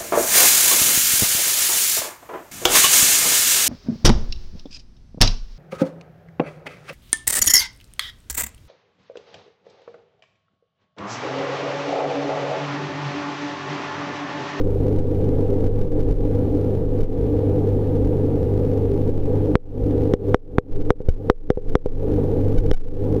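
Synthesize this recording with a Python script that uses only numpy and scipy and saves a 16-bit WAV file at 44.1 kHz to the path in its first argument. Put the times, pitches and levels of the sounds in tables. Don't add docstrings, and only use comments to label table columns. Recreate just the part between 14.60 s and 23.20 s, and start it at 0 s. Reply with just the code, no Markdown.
import sys
import numpy as np
from scipy import signal
from scipy.fft import rfft, irfft
from scipy.io import wavfile
from scipy.ndimage import uniform_filter1d

SR = 44100
rng = np.random.default_rng(int(sys.argv[2]) if len(sys.argv) > 2 else 0)


def store_wav(level_fs):
    pcm = np.round(np.clip(np.atleast_2d(level_fs), -1, 1) * 32767)
    wavfile.write(sys.argv[1], SR, pcm.T.astype(np.int16))


def convert_level_to_amplitude(level_db):
    exponent = np.asarray(level_db, float) / 20
    return 10 ** exponent


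N = 379260
TIME_S = np.arange(N) / SR
TICK_HZ = 750.0


def evened(x):
    return x / np.sqrt(np.mean(x ** 2) + 1e-20)


def read(points, hz):
    f, value = np.transpose(points)
    return np.interp(np.log(hz + 1), np.log(f + 1), value)


def coloured(gain):
    hz = np.fft.rfftfreq(N, 1 / SR)
    return evened(irfft(rfft(rng.standard_normal(N)) * gain(hz), N))


def drift(rate_hz):
    return coloured(lambda hz: 1 / (1 + (hz / rate_hz) ** 2))


def add(mix, s, sound):
    part = mix[round(s * SR):][:len(sound)]
    part += sound[:len(part)]


def sine(hz, rms_db):
    return np.sqrt(2) * convert_level_to_amplitude(rms_db) * np.sin(2 * np.pi * hz * TIME_S)


def hum():
    mains_hz = 49.9
    # (multiple of the mains, rms [dB], wander [dB])
    lines = [(1, -33.5, 6.5), (2, -21.5, -1.45), (3, -32, 2), (4, -38, 2), (6, -33.5, 5), (8, -37.5, 7),
             (10, -31.5, 0)]
    turn = 2 * np.pi * mains_hz * TIME_S
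    out = np.zeros(N)
    for k, db, wander_db in lines:
        level = np.sqrt(2) * convert_level_to_amplitude(db + wander_db * drift(6.3))
        out += level * np.sin(k * turn + 2 * np.pi * rng.random())
    return out


def tank():
    # (frequency [Hz], width [Hz], level [dB])
    resonances = [(74.1, 20, 3.5), (149.5, 47, -4), (185.2, 51, -4.5), (252.5, 16, 1), (284.7, 83, 1.5),
                  (383.5, 32, -3), (449, 98.3, 1.5), (444, 14, -4.5), (491, 120, -7.5), (553, 23, -24.5),
                  (696, 220, -23), (800.6, 105, -18), (945, 68, -25.5), (1162, 120, -34),
                  (1240, 660, -38.5)]
    level_db, gurgle_db, gurgle_hz = -20.5, 0.99, 12.0

    def modes(hz):
        power = sum((convert_level_to_amplitude(db) / (1 + (2 * (hz - f) / w) ** 2)) ** 2 for f, w, db in resonances)
        return np.sqrt(power)
    return convert_level_to_amplitude(level_db + gurgle_db * drift(gurgle_hz)) * coloured(modes)


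def knocks():
    # (time [s], blow [dB], ring [dB], recoil share of blow [1], fingernail tick [dB])
    blows = [(4.9548, 21, 20.5, 0.054, -42), (5.5377, 9.5, 13.5, 0.013, -15.5),
             (5.7452, 23, 23, 0.45, -2.5), (5.9841, 25, 21.5, 0.1, -25.5), (6.3053, 22.5, 24.5, 0.29, -3),
             (6.404, 0, 1.5, 0.0091, -63), (6.4856, 6, 8, 0.013, -44), (6.6997, 26, 34, 0.33, -1),
             (6.9034, 23, 30.5, 0.26, -1), (6.9732, 12, 17, 0.0079, -62), (7.1543, 22.5, 24, 0.25, -2.5),
             (7.259, 4, 13, .01, -49), (8.1142, 4.5, 7.5, 0.14, -9.5)]
    # (frequency [Hz], level [dB], t60 [s])
    housing = [(422, -0.5, .06), (491, 0.05, .065), (568, -25, 0.097), (301, -12.5, 0.02),
               (778, -4.5, 0.015)]
    recoil_s, lead_s, push_s = .0007, .0004, .0008
    rebound_share, rebound_s = 0.29, .005
    out, t = np.zeros(N), np.arange(SR // 5) / SR
    late = np.maximum(t - lead_s, 0)

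    def swing(peak_s):
        return (late / peak_s) ** 2 * np.exp(2 - 2 * late / peak_s)

    recoil = -np.sin(np.pi * np.clip(t / recoil_s, 0, 1)) ** 2
    push = swing(push_s)
    partials = [(2000, 0.75), (3150, 1.01), (5200, .5), (9500, 0.17)]  # Hz, share
    tick = sum(share * np.sin(2 * np.pi * hz * t) for hz, share in partials)
    tick *= convert_level_to_amplitude(-60 * t / 0.0062) * (1 - np.exp(-t / 0.0001))
    ring = sum(convert_level_to_amplitude(db - 60 * late / t60) * np.sin(2 * np.pi * hz * (late - .0005))
               for hz, db, t60 in housing)
    ring *= (1 - np.exp(-(late / .0011) ** 2)) / 2
    ring -= rebound_share * swing(rebound_s)
    for s, blow_db, ring_db, share, tick_db in blows:
        blow = convert_level_to_amplitude(blow_db) * (share * recoil + push)
        add(out, s - lead_s, blow + convert_level_to_amplitude(ring_db) * ring + convert_level_to_amplitude(tick_db) * tick)
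    return out


def upset(t):
    # (time [s], depth [dB], fall [s])
    upsets = [(.0, 2.5, 0.067), (.37, 6.5, 0.062), (1.062, 7.5, 0.024), (1.18, 7, 0.12), (1.41, 5, 0.019),
              (1.492, 9, .07), (2.148, 4, 0.13), (2.426, 11, .03), (2.498, 5.5, .05), (4.492, 6, .03),
              (4.541, 6.5, 0.063), (4.953, 32.5, 0.006), (5.537, 7.5, 0.01), (5.745, 34, 0.023),
              (5.982, 29, 0.003), (6.157, 11, 0.0054), (6.21, 11.5, .01), (6.303, 23, 0.005),
              (6.406, 25.5, 0.011), (6.485, 26, 0.0059), (6.701, 36, 0.035), (6.901, 29.5, 0.012),
              (6.975, 19, .01), (7.085, 13, .012), (7.153, 22.5, 0.013), (7.261, 21.5, 0.0087),
              (7.987, 3.5, 0.0086), (8.121, 30, 0.018), (8.251, 17, .04)]
    climb_db_per_s, ease_db = 120.5, 3.5
    s, depth_db, fall_s = np.transpose(upsets)[:, :, None]
    climbing_s = np.maximum(t - s - fall_s, 0)
    left = np.expm1(depth_db / ease_db) * np.exp(-climb_db_per_s * climbing_s / ease_db)
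    fallen = np.clip((t - s) / fall_s, 0, 1)
    return (fallen * ease_db * np.log1p(left)).max(axis=0)


def sway():
    # (time [s], rms [dB])
    wobble = [(0, -5), (.2, -18), (.9, -11.5), (1.45, -9.5), (2.0, -22), (2.3, -13), (2.8, -23), (3.5, -17),
              (4.25, -20.5), (4.6, -8), (4.9, -21.5), (5.55, -17), (6.02, -26), (6.5, -20.5), (7.3, -7.5),
              (7.55, -19), (8.1, -6), (8.6, -39)]
    sway_hz, spread_hz, level_db = 16.5, 3.0, -7.5
    shake_share = 0.87
    s, db = np.transpose(wobble)
    slow_s = np.arange(0, N / SR, 1 / TICK_HZ)
    shake_db = shake_share * uniform_filter1d(upset(slow_s), size=30)
    sway_db = np.interp(TIME_S, slow_s, np.interp(slow_s, s, db) + shake_db)
    turn = 2 * np.pi * np.cumsum(sway_hz + spread_hz * drift(4.0)) / SR
    return np.sqrt(2) * convert_level_to_amplitude(sway_db + level_db) * np.sin(turn)


def jolts():
    # (time [s], peak [dB], frequency [Hz], t60 [s], direction [+1 or -1])
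    jerks = [(0.372, -7.5, 11, 0.48, -1), (1.06, 7.5, 21, 0.09, 1), (1.492, -2.5, 35, 0.66, 1),
             (1.44, -18, 24, .15, -1), (1.52, 2.5, 28, 0.13, -1), (2.397, -2, 17, 0.75, 1),
             (4.491, -25, 16, 0.18, 1), (6.1, 3, 11, 0.88, 1), (6.448, 13, 13, 0.2, 1),
             (6.483, 21.5, 20, 0.22, -1), (6.485, 23.5, 66, 0.08, -1), (6.345, 0.5, 16, 0.33, -1),
             (6.746, -1, 12.4, 0.25, 1), (6.94, 19, 18, 0.2, -1), (7.07, 8, 14, 0.24, 1),
             (1.205, -3.5, 8.1, 0.27, 1), (1.396, -5.5, 12, 0.11, 1), (7.978, 10, 32, 0.11, 1),
             (8.107, 8.5, 20, 0.37, 1), (8.124, 11.5, 15, 0.72, -1)]
    out, t = np.zeros(N), np.arange(SR // 2) / SR
    onset = 1 - np.exp(-t / 0.012)
    for s, db, hz, t60, direction in jerks:
        add(out, s, direction * convert_level_to_amplitude(db - 60 * t / t60) * np.sin(2 * np.pi * hz * t) * onset)
    return out


def rumble():
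    # (frequency [Hz], density [dB per Hz])
    spectrum = [(5, -37), (12, -14.5), (22, 19.5), (32, 20.5), (48, 1.5), (70, -4), (88, -21), (115, -37)]
    return convert_level_to_amplitude(-32.5) * coloured(lambda hz: convert_level_to_amplitude(read(spectrum, hz)))


def hiss():
    # (frequency [Hz], density [dB per Hz])
    spectrum = [(300, -5), (1000, -5), (1600, 14), (2400, 10.5), (3400, 7.5), (4400, 3), (5600, -18.5),
                (7000, -27), (10000, -20), (14000, -20.5)]
    return convert_level_to_amplitude(-58 + 1.0 * drift(40.0)) * coloured(lambda hz: convert_level_to_amplitude(read(spectrum, hz)))


def whine():
    # (frequency [Hz], rms [dB])
    tones = [(7650, -78), (7710, -79)]
    return sum(sine(hz, db) for hz, db in tones)


def scene():
    return (hum() + tank() + knocks() + sway() + jolts() + rumble() + hiss() + whine())[None]


def stepped_gain(dry):
    step_db, rest_db = .75, -2
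    limit_db, release_db_per_s = -11, 400
    tick = np.arange(int(N / SR * TICK_HZ))
    at = (tick * SR / TICK_HZ).astype(int)
    peak_db = 20 * np.log10(np.maximum.reduceat(abs(dry), at) + 1e-9)
    release_db = tick * release_db_per_s / TICK_HZ
    peak_db = np.maximum.accumulate(peak_db + release_db) - release_db
    goal = np.minimum(rest_db - upset(at / SR), limit_db - peak_db) / step_db
    steps, level = np.zeros(len(tick)), np.round(goal[0])
    for k in tick:
        steps[k] = level
        if goal[k] <= level - 12:
            level -= np.ceil((level - goal[k] - 5) * .75)
        elif goal[k] < level - 1:
            level -= 1
        elif k % 4 == 0 and goal[k] > level:
            level += 1
    now = np.searchsorted(at, np.arange(N), "right") - 1
    dive = np.diff(steps, append=level)[now] < -1
    merged = np.interp(np.arange(N), at, steps)
    return convert_level_to_amplitude(step_db * np.where(dive, merged, steps[now]))


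def roll_off(x):
    return signal.sosfilt(signal.butter(12, 15620, fs=SR, output="sos"), x)


def record(dry):
    # (frequency [Hz], gain [dB])
    colour = [(6000, 0), (7400, -4), (8000, -13), (8600, -4), (11700, -1), (11950, -10), (12300, -1),
              (14300, -2), (14700, -8), (15600, -14), (16600, -40)]
    converter_db = -88
    x = np.clip(dry * stepped_gain(dry[0]), -1, 1)
    x = x + convert_level_to_amplitude(converter_db) * rng.standard_normal(dry.shape)
    x = irfft(rfft(x) * convert_level_to_amplitude(read(colour, np.fft.rfftfreq(N, 1 / SR))), N)
    return roll_off(np.clip(x, -1, 1))


dry = scene()
out = record(dry)
store_wav(out)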